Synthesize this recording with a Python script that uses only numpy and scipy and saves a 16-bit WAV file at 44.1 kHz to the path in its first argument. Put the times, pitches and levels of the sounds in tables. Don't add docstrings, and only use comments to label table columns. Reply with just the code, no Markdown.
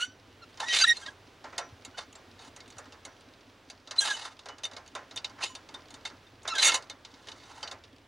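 import sys
import numpy as np
from scipy import signal
from scipy.fft import rfft, irfft
from scipy.io import wavfile
from scipy.ndimage import uniform_filter1d

SR = 44100
rng = np.random.default_rng(int(sys.argv[2]) if len(sys.argv) > 2 else 0)


def linear_from_db(decibels):
    return 10 ** (np.asarray(decibels, float) / 20)


def master_out(mix):
    frames = np.transpose(np.atleast_2d(mix))
    ceiling = np.clip(frames, -1, 1)
    pcm = np.round(ceiling * 32767).astype(np.int16)
    wavfile.write(sys.argv[1], SR, pcm)


N = 355887

# [dB, relative]
YARD_SPECTRUM = [(35, -24.5), (60, -9.5), (98, -4), (176, -12), (261, -5), (822, -11), (990, -12.5),
                 (3500, -18), (14200, -43), (16000, -34.5)]
YARD_DB = -57.5
SIDE_FLOOR_DB = -23

# [dB, relative]
EXHAUST_RESONANCES = [(40, 5.2, -4.5), (84.6, 6.8, -7.5), (98.8, 18.2, 2.5)]
# [dB, relative]
CYLINDER_LEVELS = [5.5, -5.5, -0.5, 1.5, -4, 2, -18.5, 1]
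FIRST_KNOCKS = [.075, .13]
CYCLES_PER_S = 5.0
# start_s [s], end_s [s]
CROSSFADE = [3.0, 5.0]

# [dB, relative]
CONTACT_SPECTRUM = [(300, 11), (900, 2.5), (2100, 5.5), (3700, 5.5), (5200, 7.5), (6600, 9.5),
                    (10100, -4.5), (11300, -14.5), (13500, -19), (16000, -29)]
# [dB, before wandering and band trims]
RUSTLE_LEVELS = [(0.0, -65), (0.9, -63), (1.12, -60), (6.88, -61.5), (8.07, -71.5)]

# [dB, treble re level_db]
SLIDES = [(0.029, 0.12, 0.038, -33.5, -36, -0.5), (0.605, 0.008, 0.11, -30, 0.5, -12),
          (0.742, 0.053, 0.16, -20, -57, -12.5), (0.83, 0.094, 0.094, -37.5, -43, 1.5),
          (0.896, 0.014, 0.033, -43.5, -36, -19), (1.08, 0.61, 0.059, -53, 5, -1),
          (1.988, 0.018, 0.045, -38.5, 7, -13.5), (2.483, 0.1, 0.0069, -46, -0.5, -7),
          (4.01, 0.024, 0.099, -32, -40, 5.5), (4.076, 0.12, 0.041, -32, 0.5, -13),
          (4.15, 0.18, 0.1, -35, -0.5, -10), (4.269, 0.19, 0.054, -43, 4.5, -7),
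          (5.416, 0.052, 0.01, -54.5, 24, -12), (5.436, 0.036, 0.056, -28, -6, -6.5),
          (6.053, 0.0036, 0.03, -30, 1, -13), (6.479, 0.0039, 0.031, -26, 2, -7),
          (6.615, 0.055, 0.11, -23.5, -26, -12.5), (6.67, 0.063, 0.038, -16, -11.5, 1),
          (6.744, 0.018, 0.034, -26.5, -7, -3.5), (7.601, 0.55, 0.11, -49, 3.5, -9)]
SLIDE_DEPTH_DB = 20

# [dB rms, fundamental before flutter]
SQUEAK_TONES = [(0.026, 0.071, 1385, 1538, -31.5), (0.058, 0.23, 1470, 1523, -54),
                (0.433, 0.043, 1445, 1280, -48.5), (0.639, 0.056, 1775, 1830, -40.5),
                (0.707, 0.12, 1935, 1890, -33), (0.721, .06, 3030, 3160, -31),
                (0.797, 0.041, 4020, 4050, -30.5), (0.822, 0.036, 6300, 6390, -26.5),
                (0.826, 0.06, 1544, 1556, -31), (0.826, 0.04, 4760, 4660, -21),
                (.842, .02, 1430, 1323, -26), (.843, .015, 4020, 3780, -21),
                (0.852, 0.023, 1820, 1700, -30), (0.901, 0.089, 1890, 1866, -21),
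                (0.975, 0.037, 4140, 4190, -42), (1.034, 0.05, 1680, 1556, -47.5),
                (1.067, .03, 1900, 1890, -44), (1.087, .03, 1650, 1610, -48), (1.954, .04, 1446, 1520, -55),
                (3.993, 0.028, 4040, 4110, -18.5), (4.012, .03, 3310, 3270, -34),
                (4.031, 0.06, 1676, 1537, -35.5), (4.062, 0.063, 2515, 2825, -39),
                (4.11, 0.084, 1790, 1533, -36.5), (4.15, 0.038, 3030, 2890, -38.5),
                (6.52, 0.075, 1394, 1290, -34), (6.559, 0.045, 1766, 1530, -35),
                (6.586, 0.037, 1610, 1520, -33.5), (6.6, 0.056, 4080, 4030, -30),
                (6.664, 0.039, 6560, 6630, -34), (6.667, .05, 3720, 3560, -26.5),
                (6.697, .04, 1403, 1310, -31)]
OVERTONE_DB_PER_KHZ = -4

# [s, when free]
STEEL_MODES = [(527, -33, 0.11), (700, -38, 0.24), (907, -10, 0.16), (1030, -11, 0.12), (1360, -13.5, 0.18),
               (1890, -18, 0.034), (2161, -11.5, 0.097), (2730, -12.5, 0.017), (2960, -15.5, 0.27),
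               (3065, -15.5, 0.02), (3630, -11, 0.072), (3800, -9.5, 0.014), (4087, -14.5, 0.023),
               (4482, -14, 0.034), (4646, -18.5, 0.15), (5090, -26, 0.14), (5840, -12.5, 0.27),
               (6110, -7, 0.011), (6300, -21.5, 0.021), (6560, -10, 0.016), (7000, -14, 0.31),
               (7550, -19.5, 0.042), (8500, -18, 0.071), (8850, -28, 0.08), (8980, -26, .05),
               (9980, -31.5, .04)]
# [dB, relative]
FREE_RINGS = [(0.033, 5840, -48.5), (1.585, 5840, -41.5), (1.59, 700, -41), (1.99, 5840, -59),
              (2.156, 7550, -45), (2.567, 6560, -39), (3.053, 5840, -56), (4.392, 3800, -35.5),
              (4.49, 2960, -48.5), (4.642, 6110, -16.5), (4.645, 3630, -26.5), (5.165, 3630, -26),
              (5.247, 3800, -12.5), (5.428, 2730, -21), (5.451, 2960, -42.5), (5.499, 1030, -42.5),
              (5.555, 3630, -43), (5.745, 3630, -35.5), (5.945, 3630, -53), (6.055, 3630, -32),
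              (6.268, 3630, -54), (6.905, 3630, -37.5), (7.633, 4646, -42), (7.633, 5840, -50),
              (5.449, 7000, -45.5)]

# [dB, treble re level_db]
BLOWS = [(0.5726, -36.5, -1, -41), (0.683, -21.5, -29, -28), (0.7472, -25.5, -41, 6),
         (0.7863, -20.5, -19, -4), (0.968, -36.5, -3, 0), (1.061, -31, -3.5, -28), (1.44, -37.5, 11, -19),
         (1.526, -47.5, 17, -10), (1.5793, -15.5, -4.5, -5), (1.8484, -30.5, -8, 0.5),
         (2.127, -43.5, -44, 7), (2.152, -36.5, -1, -9), (2.3904, -44, 4, -14), (2.5618, -38, 0, 2),
         (2.6032, -32, -29, -36), (2.677, -46, -5, 0.5), (2.702, -40.5, -13, 0), (2.722, -45.5, -10, -7),
         (2.767, -47, 7, -3), (2.7817, -36, 3, 5), (2.855, -45.5, 1, -8), (2.9216, -36.5, -2, -15),
         (3.05, -32, -1, 0.5), (3.2066, -49.5, -14, 2.5), (3.335, -51.5, -21, -9), (3.407, -45, -23, -16),
         (3.699, -30.5, -10.5, -7), (3.873, -35, -5, -17), (3.909, -22.5, -6, -12),
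         (3.9616, -35.5, -12, -7.5), (4.259, -33, -10, -7), (4.3904, -36, -7, -12), (4.457, -32.5, 3, -10),
         (4.485, -31, -1, -11.5), (4.582, -39.5, 0, -3.5), (4.634, -25, -10.5, -7.5),
         (4.6504, -24.5, -13.5, -0.5), (4.712, -37, 2.5, -13), (4.733, -38, -20, -11),
         (4.7646, -28.5, -3, -10.5), (4.861, -42, -22, -9), (4.876, -41, -16, -5), (4.9504, -25.5, 4, -6),
         (5.1095, -36, -2.5, -35), (5.16, -31.5, -2.5, 3.5), (5.173, -23, -23, -26), (5.244, -21, -15, -34),
         (5.295, -41, -2, -14.5), (5.5503, -29, -6, -4), (5.6877, -36.5, -1.5, -20.5),
         (5.7404, -30.5, -2.5, -10), (5.883, -38.5, -45, -13.5), (5.904, -38.5, -3, -2),
         (5.94, -34.5, -6.5, -5.5), (6.0994, -45.5, 9, -25), (6.167, -49, -28, -18), (6.4302, -55, 9, 12.5),
         (6.449, -51, 25.5, -6), (6.535, -33, 4.5, -19), (6.552, -23.5, -8, -5), (6.5816, -17, -14, -4),
         (6.646, -14.5, -15, -3.5), (6.675, -18.5, -3, 2.5), (6.7179, -22.5, -2.5, -25),
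         (6.742, -18.5, -5, 0.5), (6.8222, -36.5, -12, -7), (6.8974, -27, -7, -7.5),
         (7.0481, -33, -10, -26), (7.139, -42, -4.5, -32), (7.27, -35, -0.5, -13.5),
         (7.2843, -30.5, -11, -12), (7.316, -32.5, -21, -15), (7.6284, -25.5, 0, -28),
         (7.674, -30.5, -9, -17.5), (7.712, -29, -2, -8), (7.722, -43, -10, 2), (7.837, -39.5, -7.5, -21)]
KNOCK_T60_S, HEAVY_DB, SHORTEN = 0.074, -44, 0.24
CRACK_DB, CRACK_S = 4, 0.0039

# [dB, relative]
MODE_DRIVE = [(300, -3.5), (10300, 5.5), (11300, 1.5), (16000, -22.5)]
SCATTER_DB, SCATTER_T60_S = -35, .055

# [dB, relative]
GROUND_THUMPS = [(1.724, -54), (2.766, -59)]

# pitch_hz [Hz], left_minus_right_db [dB], left_lead_rad [radians]
MIC_PORTS = [(150, 0, 0), (600, -2, -.2), (4000, -1.2, 0), (6600, -2, -.1), (10400, -2.6, -1.1),
             (11300, 0, -3.0), (12500, 0, -3.2), (13300, 0, -6.2)]
TOP_HZ = 15900


def times():
    return np.arange(N) / SR


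def unit(x):
    return x / np.sqrt(np.mean(x ** 2))


def band(x, lo_hz, hi_hz):
    return signal.sosfilt(signal.butter(2, [lo_hz, hi_hz], "bandpass", fs=SR, output="sos"), x)


def coloured(points):
    hz, db = np.transpose(points)
    f = np.maximum(np.arange(N // 2 + 1) * SR / N, 1)
    gain = linear_from_db(np.interp(np.log(f), np.log(hz), db))
    return irfft(rfft(rng.standard_normal(N)) * gain, N)


def walk(rate):
    hold = int(SR / rate)
    steps = np.repeat(rng.standard_normal(N // hold + 1), hold)
    return 1.2 * uniform_filter1d(uniform_filter1d(steps, hold), hold)[:N]


def yard():
    mid, side = unit(coloured(YARD_SPECTRUM)), unit(coloured(YARD_SPECTRUM))
    hiss = linear_from_db(-3) * band(side, 7500, 16000)
    side = linear_from_db(-14.0) * band(side, 300, 18000) + linear_from_db(SIDE_FLOOR_DB) * side + hiss
    fade = np.interp(times(), CROSSFADE, [0, 1])
    dip = np.sqrt(fade ** 2 + (1 - fade) ** 2)
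    return linear_from_db(YARD_DB + walk(3.2)) * dip * (mid + side * np.array([[1], [-1]]))


def idle(first_s):
    s = first_s + np.arange(int(N / SR * CYCLES_PER_S) * 8) / (8 * CYCLES_PER_S)
    luck = rng.standard_normal((len(s), 3))
    at = np.clip(((s + 0.00077 * luck[:, 0]) * SR).astype(int), 0, N - 1)
    firings, knock = np.zeros(N), np.zeros(N)
    firings[at] = linear_from_db(np.resize(CYLINDER_LEVELS, len(s)) + 1.8 * luck[:, 1])
    knock[at[::8]] = linear_from_db(1.5 * luck[::8, 2])
    pipe = np.zeros(N)
    for hz, width, db in EXHAUST_RESONANCES:
        pipe += linear_from_db(db) * unit(band(firings, hz - width / 2, hz + width / 2))
    return linear_from_db(-70) * pipe + linear_from_db(-66.5) * unit(band(knock, 248.5, 291))


def truck():
    fade = np.interp(times(), CROSSFADE, [0, 1])
    return (1 - fade) * idle(FIRST_KNOCKS[0]) + fade * idle(FIRST_KNOCKS[1])


def contact_noise(grit_db=4):
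    grit = linear_from_db(grit_db * uniform_filter1d(rng.exponential(size=N), size=8))
    rough = coloured(CONTACT_SPECTRUM) * grit
    limits_hz = [(2000, 5500), (480, 1800), (5500, 16000)]
    return np.array([unit(band(rough, lo, hi)) for lo, hi in limits_hz])


def rustle():
    level_db = np.interp(times(), *np.transpose(RUSTLE_LEVELS)) + 0.83 * walk(12)
    return linear_from_db(level_db + np.array([[-8], [-8], [-20]]))


def ticks(per_s=14, db=-60, spread_db=8):
    hits = (rng.random(N) < per_s / SR) * linear_from_db(db + spread_db * rng.random(N))
    env = signal.lfilter([1], [1, -np.exp(-1 / (0.0028 * SR))], hits)
    return env * np.array([[1], [.2], [.4]])


def scrapes():
    bands, t = np.zeros((3, N)), times()
    for s, rise, fall, db, low_db, treble_db in SLIDES:
        span = slice(max(int((s - rise) * SR), 0), int((s + 2 * fall) * SR))
        away = np.maximum((s - t[span]) / rise, (t[span] - s) / fall)
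        trim_db = np.array([[0], [low_db], [treble_db]])
        bands[:, span] += linear_from_db(db - SLIDE_DEPTH_DB * away + trim_db)
    patchy = linear_from_db(3 * walk(150) + 2 * np.array([walk(60) for _ in bands]))
    return uniform_filter1d(bands, size=100) * patchy


def squeaks(waver_hz=16, flutter_db=3.5):
    out = np.zeros(N)
    drift_hz = waver_hz * walk(150) + 30 * walk(1500)
    flutter = linear_from_db(flutter_db * np.array([walk(120) for _ in range(5)]))
    for mid, length, hz0, hz1, db in SQUEAK_TONES:
        i = max(int((mid - length / 2) * SR), 0)
        u = (np.arange(i, int((mid + length / 2) * SR)) / SR - mid) / length + .5
        span = slice(i, i + len(u))
        phase = 2 * np.pi * np.cumsum(hz0 + (hz1 - hz0) * u + drift_hz[span]) / SR
        slope_db = OVERTONE_DB_PER_KHZ * hz0 / 1000
        stack = np.zeros(len(u))
        for k in range(5):
            if (k + 1) * hz0 < 10500:
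                level = linear_from_db(slope_db * k) * flutter[k, span] ** (1 + k / 4)
                stack += level * np.sin((k + 1) * phase)
        out[span] += linear_from_db(db) * np.sqrt(2) * np.sin(np.pi * u) ** 2 * stack
    return out


def rings():
    out, t, modes = np.zeros(N), np.arange(SR // 2) / SR, np.array(STEEL_MODES)
    for s, hz, db in FREE_RINGS:
        mode_hz, _, t60 = modes[np.abs(modes[:, 0] - hz).argmin()]
        env = np.minimum(t / 0.0022, 1) * linear_from_db(db - 60 * t / t60)
        tone = env * np.sin(2 * np.pi * mode_hz * t)
        i = int(s * SR)
        out[i:i + len(t)] += tone[:N - i]
    return out * linear_from_db(3 * walk(60))


def contact_band(hz):
    return np.where(hz < 1800, 1, np.where(hz > 5500, 2, 0))


def knocks(scatter_db=3, thud_stretch=3.37):
    bands, push = np.zeros((3, N)), np.zeros((len(STEEL_MODES), N))
    driver = contact_band(np.array(STEEL_MODES)[:, 0])
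    t = np.arange(SR // 4) / SR
    attack_s = np.array([[.0025], [.007], [.002]])
    luck = rng.standard_normal((len(BLOWS), len(STEEL_MODES)))
    for (s, db, low_db, treble_db), own in zip(BLOWS, luck):
        i = int(s * SR)
        now = t[:N - i]
        t60 = KNOCK_T60_S * linear_from_db(SHORTEN * min(db + low_db - HEAVY_DB, 0))
        tails = np.array([[t60], [t60 * thud_stretch], [t60 * 0.83]])
        trim_db = np.array([[0], [low_db], [treble_db]]) - 10.5
        env = np.minimum(now / attack_s, 1) * linear_from_db(-60 * now / tails + db + trim_db)
        env *= 1 + linear_from_db(CRACK_DB) * np.exp(-now / CRACK_S)
        bands[:, i:i + len(t)] += env
        push[:, i:i + len(t)] += linear_from_db(scatter_db * own)[:, None] * env[driver]
    return bands, push


def resonate(x, hz, t60):
    r = np.exp(-np.log(1000) / (t60 * SR))
    pole = r * np.exp(2j * np.pi * hz / SR)
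    return np.sqrt(2 * (1 - r * r)) * signal.lfilter([1], [1, -pole], x).imag


def driven_modes(push, slides):
    drive, out = unit(coloured(MODE_DRIVE)), np.zeros(N)
    for (hz, db, t60), blow in zip(STEEL_MODES, push):
        rub = linear_from_db(-7.0 + 3.95 * walk(60)) * slides[contact_band(hz)]
        out += linear_from_db(db) * resonate(linear_from_db(-4.0) * blow * drive, hz, min(t60, .06))
        out += linear_from_db(db) * resonate(rub * drive, hz, min(t60, .04))
    return out


def scatter(x):
    t = np.arange(SR // 8) / SR
    tail = linear_from_db(SCATTER_DB - 60 * t / SCATTER_T60_S) * rng.standard_normal((2, len(t))) * (t > .003)
    return x + signal.fftconvolve(x[None], tail, axes=1)[:, :N]


def steel():
    noise, slides = contact_noise(), scrapes()
    blows, push = knocks()
    direct = ((linear_from_db(-4.5) * blows + rustle() + ticks()) * noise).sum(0)
    sliding = linear_from_db(-8.5) * band((slides * noise).sum(0), 750, 19000)
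    out = direct + sliding + squeaks() + driven_modes(push, slides) + rings()
    return scatter(band(band(out, 390, 18000), 200, 18000))


def thumps():
    push = np.zeros(N)
    for s, db in GROUND_THUMPS:
        push[int(s * SR)] = linear_from_db(db)
    return SR / 40 * band(push, 80, 123)


def scene():
    return yard() + truck() + steel() + thumps()


def low_pass(x):
    return signal.sosfilt(signal.butter(12, 16120, fs=SR, output="sos"), x)


def record(dry):
    hz, pan_db, lead = np.transpose(MIC_PORTS)
    f = np.log(np.maximum(np.arange(N // 2 + 1) * SR / N, 1))
    level = linear_from_db(np.interp(f, np.log(hz), pan_db) / 2)
    half = level * np.exp(.5j * np.interp(f, np.log(hz), lead))
    ports = np.array([half, 1 / half]) * (f < np.log(TOP_HZ))
    mix = irfft(rfft(dry) * ports, N)
    return low_pass(mix)


dry = scene()
out = record(dry)
master_out(out)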